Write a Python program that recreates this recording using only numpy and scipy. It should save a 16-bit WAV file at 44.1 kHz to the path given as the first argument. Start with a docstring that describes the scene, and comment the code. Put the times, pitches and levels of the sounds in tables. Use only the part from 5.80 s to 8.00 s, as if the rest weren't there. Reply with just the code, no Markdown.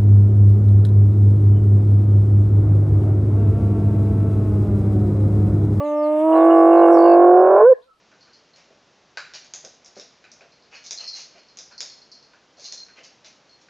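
"""A hyena gives one long whoop a few metres away, in open bush beside a dirt road.
The call starts as a clean hoot, the harmonics of the vibrating vocal folds. A second oscillation in the
larynx joins and beats with it into a growl, whose resonances shift as the head is raised. The growl
drops out as the pitch sweeps up to a pure note, and the bushes echo briefly. Throughout, small birds
chirp far off over very quiet air and a faint breeze."""
import sys
import numpy as np
from scipy import signal
from scipy.fft import rfft, irfft
from scipy.io import wavfile
from scipy.ndimage import uniform_filter1d, minimum_filter1d

SR = 44100
rng = np.random.default_rng(int(sys.argv[2]) if len(sys.argv) > 2 else 0)


def store_wav(level_fs):
    """Save 16-bit WAV to argv[1]."""
    pcm = np.round(np.clip(np.atleast_2d(level_fs), -1, 1) * 32767)
    wavfile.write(sys.argv[1], SR, pcm.T.astype(np.int16))


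N = 97020
T = np.arange(N) / SR
JITTER_RAD, JITTER_HZ = .22, 60  # phase jitter at full roughness, and its bandwidth


def hyena():
    """Biphonation: two oscillations in one larynx interact. Returns the voice and its hiss."""
    # The hoot. Each row: time in seconds, pitch in Hz, levels of harmonics 1 to 4 in dB.
    hoot_track = [(0, 285, -33.5, -23.5, -38, -27.5), (.05, 296.1, -29.5, -24, -36.5, -39.5),
                  (.236, 300.3, -26.5, -19.5, -33.5, -33), (.39, 306.4, -23, -19, -34, -42.5),
                  (.46, 317.8, -18, -19, -26, -39), (.54, 321.7, -15, -16.5, -23.5, -38.5),
                  (.66, 331, -12, -16.5, -38, -53.5), (.84, 331.8, -12.5, -16.5, -40, -42),
                  (1.02, 340.2, -11.5, -15, -27, -39), (1.08, 335.5, -12, -17, -35, -48.5),
                  (1.12, 341.2, -10, -13.5, -31, -47.5), (1.18, 334.3, -12.5, -18, -34.5, -44),
                  (1.26, 341.9, -11, -15.5, -23.5, -53.5), (1.32, 342.3, -10.5, -12, -37, -57.5),
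                  (1.44, 350.6, -10.5, -17, -30.5, -39), (1.56, 362, -9, -11, -38, -42.5),
                  (1.68, 375.5, -16, -24.5, -39.5, -46), (1.75, 388.7, -16, -31, -32.5, -55),
                  (1.8, 422.8, -18, -20.5, -38.5, -39.5), (1.83, 434.4, -7, -32, -47, -43),
                  (1.865, 493.4, -7.5, -26.5, -29, -64.5), (1.902, 535, -7.5, -42.5, -47, -77),
                  (1.93, 494.4, -6, -31, -52.5, -72)]
    # The growl. Each row: time in seconds, relative level in dB, source tilt in dB per octave.
    growl_track = [(0, -49, 6), (.44, -45.5, 15.5), (.5, -24.5, 4), (.56, -12, 5.5), (.66, -11.5, 5),
                   (.86, -9, 2.5), (1.0, -7.5, 3.5), (1.15, -7.5, 1), (1.33, -5.5, 2.5), (1.47, -8, -0.5),
                   (1.62, -4, -3), (1.75, -1.5, -4), (1.81, -2.5, -3), (1.845, -15, 4.5), (1.88, -34, 12.5),
                   (1.93, -24.5, 10.5)]
    # The second oscillation. 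Each row: time in seconds, ratio of its frequency to the pitch.
    second_ratio = [(.5, .436), (.66, .424), (.76, .428), (1.0, .428), (1.16, .437), (1.25, .426),
                    (1.35, .428), (1.43, .437), (1.6, .444), (1.77, .45), (1.82, .435)]
    # Irregularity of the folds. Each row: time in seconds, roughness from 0 to 1.
    roughness = [(0, .1), (.85, .1), (1.0, .2), (1.12, .6), (1.22, .6), (1.33, .25), (1.46, .5),
                 (1.58, .35), (1.75, .5), (1.85, .9)]
    hz, *harmonic_db = curves(hoot_track)
    growl_db, tilt_db = curves(growl_track)
    ratio, rough = curves(second_ratio)[0], curves(roughness)[0]
    hz = uniform_filter1d(hz, size=600) * (1 + .001 * walk(40))
    phase = 2 * np.pi * np.cumsum(hz) / SR + .06 * rough * walk(JITTER_HZ)
    second = 2 * np.pi * np.cumsum(hz * ratio) / SR + JITTER_RAD * rough * walk(JITTER_HZ)
    coincidence = np.cos(7 * second - 3 * phase)  # slow beat: the ratio lies near 3/7
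    tone = hoot(hz, phase, harmonic_db)
    sides = side_tones(phase, second, ratio, rough, tilt_db)
    noise = rasp(hz, coincidence, rough, growl_db, harmonic_db[1])
    growl = throat(undb(growl_db + 1.5 * rough * walk(70)) * sides + noise)
    voice = np.sqrt(2) * (tone + growl) + undb(growl_db - 29) * claps(phase, coincidence, rough)
    attack = np.sin(np.pi / 2 * np.minimum(T / .006, 1)) ** 2
    release = 1 / (1 + np.exp(np.minimum((T - 1.927) / .0025 - 2, 200)))  # the call ends near 1.93 s
    envelope = attack * release
    chest = signal.butter(8, 215, "high", fs=SR, output="sos")
    return signal.sosfiltfilt(chest, voice * envelope, padtype=None), hiss(phase) * envelope


def hoot(hz, phase, harmonic_db):
    """Periodic vibration of the folds gives a harmonic series: four main partials, six faint ones."""
    # Spectral envelope of the upper harmonics. Each row: frequency in Hz, relative level in dB.
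    overtones = [(1400, -64.5), (1800, -60.5), (2150, -59), (2400, -71), (2700, -63.5), (3350, -76),
                 (3700, -96)]
    tone = sum(undb(db + .25 * walk(50)) * np.cos(k * phase - 1.2 * k ** 2)
               for k, db in enumerate(harmonic_db, 1))
    fade = np.interp(T, [.4, 1.2, 1.9], [1.3, 1, .1])
    for k in range(5, 11):
        db = np.interp(k * hz, *np.array(overtones).T) + 2 * walk(15)
        tone += fade * undb(db) * np.cos(k * phase + .15 * walk(30))
    return tone


def side_tones(phase, second, ratio, rough, tilt_db):
    """Nonlinear coupling puts sum and difference tones between the harmonics."""
    # Each entry: a signed multiple of the second oscillation's frequency.
    orders = (1, -1, 2, -2, 3, -3, 4, -4)
    # Each entry: the relative level of that order in dB.
    order_db = [3.5, 2, -2, 0.5, -11.5, -5.5, -21.5, -15]
    sides = 0
    for n, db in zip(orders, order_db):
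        harmonic_below = np.floor(n * np.median(ratio))
        jitter = JITTER_RAD / 2 * rough * walk(JITTER_HZ)
        beat = n * second - harmonic_below * phase - .27 * n ** 2 + jitter
        tones = sum(undb(tilt_db * np.log2((k + .5) / 2)) * np.cos(k * phase + beat - .15 * k ** 2)
                    for k in range(9))
        sides += undb(db + 1.5 * walk(5)) * tones
    return sides


def claps(phase, coincidence, rough):
    """Impulsive excitation: the folds clap hard when both oscillations close together, and rattle."""
    # Spectrum of a clap. Each row: frequency in Hz, relative level in dB.
    spectrum = [(300, -42), (700, -3), (1200, 7), (1500, 2.5), (1720, -5), (1930, -21.5), (2200, -21.5),
                (2800, -27.5), (3300, -57.5)]
    pulses = sum(np.cos(k * phase) for k in range(1, 11))
    force = np.exp(4 * coincidence) * undb(2 * rough * walk(120))
    return unit(colour(pulses * force, spectrum))


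def rasp(hz, coincidence, rough, growl_db, effort_db):
    """Modulated noise: a rasp pulses with the beat, and breath follows the effort of the hoot."""
    pulsing = undb(growl_db - 14) * rough * (1 + .7 * coincidence)
    breath = undb(effort_db - effort_db.max() - 32)
    return rng.standard_normal(N) * (pulsing + breath) * np.sqrt(SR / hz)


def throat(x):
    """Source and filter: the resonances of throat and mouth shift as the animal raises its head."""
    # Response with the head down. Each row: frequency in Hz, gain in dB.
    head_down = [(100, -68), (160, -41), (195, -34), (240, -62), (300, -23), (380, -22), (440, -20.5),
                 (510, -16.5), (610, -18), (715, -16.5), (810, -21), (900, -31.5), (1000, -30.5),
                 (1130, -19), (1165, -30), (1210, -43.5), (1500, -41), (1700, -41.5), (1930, -65),
                 (2170, -52), (2400, -68), (2750, -61.5), (3300, -97.5), (4200, -93.5)]
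    # Response with the head raised. Each row: frequency in Hz, gain in dB.
    head_up = [(100, -61), (170, -45), (215, -53), (270, -63.5), (340, -34), (420, -25), (600, -18),
               (760, -22.5), (900, -33.5), (1080, -21), (1200, -36.5), (1400, -35), (1700, -43.5),
               (1950, -62.5), (2200, -57.5), (2800, -71.5), (3300, -101.5)]
    raised = np.interp(T, [1.35, 1.75], [0, 1])
    return (1 - raised) * colour(x, head_down) + raised * colour(x, head_up)


def hiss(phase):
    """Amplitude modulation: treble noise pulses once in each cycle of the folds."""
    # Strength of the hiss. Each row: time in seconds, level in dB.
    level = [(0.0, -70), (0.24, -70), (0.39, -60.5), (1.1, -65), (1.11, -61), (1.68, -78.5), (1.8, -71.5),
             (2.0, -89)]
    # Its spectrum. Each row: frequency in Hz, relative level in dB.
    spectrum = [(2500, -16.5), (3300, 0), (4300, -11.5), (5400, -15), (6200, -1), (6900, -14), (7900, 7),
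                (8600, -4), (9600, 1), (11200, 1.5), (12000, -22), (13000, -14)]
    air = rng.standard_normal(N) + .64 * rng.standard_normal((2, N))
    pulsed = colour(air, spectrum) * (1 + .5 * np.cos(phase))
    return undb(curves(level)[0]) * unit(pulsed * undb(2 * walk(25)))


def echoes(call):
    """Reflection: the ground answers first, then the bushes and a thicket, each later and fainter."""
    # Response of the thicket. Each row: frequency in Hz, relative gain in dB.
    response = [(250, -1.5), (400, -1.5), (500, -17.5), (700, 0), (1200, 2.5), (2000, -3.5)]
    ground = undb(-27) * scatter(call, t60=.15)
    bushes = undb(-28) * scatter(delay(call, .03), t60=.16)
    thicket = undb(-40) * scatter(colour(delay(call, .17), response), t60=.02)
    return ground + bushes + thicket


def birds():
    """Scattering by the bushes blurs distant chirps and one nearer trill of falling notes."""
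    # Each row: start and length in seconds, first and last frequency in Hz, relative level in dB.
    chirps = [(.01, 0.12, 4680, 3000, -62), (0.02, 0.13, 7000, 6090, -62), (0.146, 0.1, 5570, 5130, -63.5),
              (0.217, 0.055, 4830, 3940, -56.5), (0.334, 0.069, 3880, 3300, -68),
              (0.516, 0.039, 2900, 2720, -47), (0.544, 0.037, 3800, 4385, -57),
              (0.589, 0.044, 3730, 3380, -56), (0.694, 0.032, 2830, 2900, -45),
              (0.751, 0.067, 5300, 5100, -63.5), (0.903, 0.053, 2850, 2641, -44.5),
              (0.954, 0.058, 4470, 4059, -58.5), (1.015, 0.059, 2860, 2700, -47),
              (1.095, 0.075, 7800, 7600, -62.5), (1.11, .07, 6090, 4960, -52.5),
              (1.221, 0.15, 2896, 2500, -47.5), (1.528, 0.11, 5622, 5000, -65.5),
              (1.93, 0.031, 1830, 1654, -49), (2.013, 0.027, 2973, 4800, -63.5),
              (2.063, 0.095, 1390, 1236, -58)]
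    waver = 1 + .025 * walk(180)
    song = sum(chirp(*row, waver) for row in chirps)
    trill_start_s, step_s = 1.163, .0188
    trill = sum(chirp(trill_start_s + k * step_s + .00042 * late, .012, 4995.5, 4122.5, -50 + .6 * loud)
                for k, (late, loud) in enumerate(rng.standard_normal((10, 2))))
    trill *= np.clip((T - trill_start_s) / .03 + .2, 0, 1)
    direct = pan(undb(-3) * song, -3) + pan(trill, -13)
    return direct + chorus() + scatter(undb(-1) * song + undb(-2) * trill, t60=.2)


def chirp(start, length, from_hz, to_hz, db, waver=1):
    """Frequency modulation: one bird note glides under a half-sine envelope."""
    progress = np.clip((T - start) / length, 0, 1)
    hz = (from_hz + (to_hz - from_hz) * progress) * waver
    return np.sqrt(2) * undb(db) * np.sin(np.pi * progress) * np.sin(2 * np.pi * np.cumsum(hz) / SR)


def chorus():
    """Incoherent addition: far birds merge into a flickering band of noise."""
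    # Strength of the chorus. Each row: time in seconds, level in dB.
    level = [(0, -57), (.28, -61), (.38, -53), (.9, -62), (1.3, -71), (2.2, -78)]
    # Its spectrum. Each row: frequency in Hz, relative level in dB.
    spectrum = [(1500, -22), (2300, 0.5), (2700, 0), (3500, -5.5), (4200, -23.5), (5200, -22.5),
                (7000, -20)]
    return stereo_noise(spectrum, common=1) * undb(curves(level)[0] + 2 * walk(20))


def background():
    """Random pressure fluctuations: still air, and a faint breeze rumbling on the microphone."""
    # Spectrum of the still air. Each row: frequency in Hz, relative level in dB.
    air_spectrum = [(30, 3.5), (200, 3.5), (500, 3.5), (1300, -1), (2200, -7), (4500, -3.5), (6000, -11),
                    (11000, -23), (13000, -29)]
    # Spectrum of the breeze. Each row: frequency in Hz, relative level in dB.
    wind_spectrum = [(20, -1), (40, -1), (100, -8), (170, -7.5), (300, -28)]
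    # Swell of the breeze. Each row: time in seconds, level in dB.
    breeze = [(0, -83.5), (.6, -80.5), (.92, -63), (1.2, -63), (1.4, -74), (2.2, -94)]
    air, wind = stereo_noise(air_spectrum, common=2.7), stereo_noise(wind_spectrum, common=2.7)
    return undb(-67.5 + walk(4.8)) * air + undb(curves(breeze)[0] + 5.1 * walk(12)) * wind


def stereo_noise(spectrum, common):
    """Partial coherence: each ear has its own noise plus a share common to both."""
    return unit(colour(rng.standard_normal((2, N)) + common * rng.standard_normal(N), spectrum))


def scatter(x, t60):
    """Diffuse reflection: a noise tail, different at each ear, decays by 60 dB in t60 seconds."""
    t = T[:SR // 2]
    tail = rng.standard_normal((2, len(t))) * undb(-60 * t / t60) * (t > .004)
    tail /= np.sqrt(np.sum(tail ** 2, axis=1, keepdims=True))
    return signal.fftconvolve(x[None], tail)[:, :N]


def colour(x, points):
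    """Minimum-phase filtering through the given (Hz, dB) points."""
    hz, db = np.array(points, float).T
    size = 2 * N
    gain = undb(np.interp(np.log(np.arange(N + 1) * SR / size + 1), np.log(hz), db))
    cepstrum = irfft(np.log(gain))
    causal = np.r_[cepstrum[0], 2 * cepstrum[1:N]]
    return irfft(rfft(x, size) * np.exp(rfft(causal, size)))[..., :N]


def delay(x, seconds):
    """Travel time along a longer path."""
    return np.interp(T - seconds, T, x, left=0)


def pan(x, db):
    """A level difference between the ears places a sound left (+) or right (-)."""
    return x * undb(np.array([[db], [-db]]) / 2)


def walk(hz):
    """Low-passed noise: a smooth random fluctuation of rms 1."""
    lowpass = signal.butter(2, hz, fs=SR, output="sos")
    return unit(signal.sosfilt(lowpass, rng.standard_normal(2 * N))[N:])


def curves(rows):
    """Linear interpolation of each column against the first, time."""
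    times, *columns = np.array(rows, float).T
    return [np.interp(T, times, column) for column in columns]


def unit(x):
    """Scale to rms 1."""
    return x / np.sqrt(np.mean(x ** 2))


def undb(db):
    """Decibels to amplitude ratio."""
    return 10 ** (np.asarray(db) / 20)


def scene():
    """Superposition of the call, its echoes, the birds and the air."""
    call, call_hiss = hyena()
    return pan(call, -2) + call_hiss + echoes(call) + birds() + background()


def record(dry):
    """Limiting: a smooth gain holds down peaks beyond full scale; a low-pass cuts above 13 kHz."""
    gain = minimum_filter1d(1 / np.maximum(np.abs(dry).max(axis=0), 1), size=1400)
    gain = uniform_filter1d(uniform_filter1d(gain, size=700), size=700)
    return signal.sosfilt(signal.ellip(10, .1, 80, 13000, fs=SR, output="sos"), dry * gain)


dry = scene()
out = record(dry)
store_wav(out)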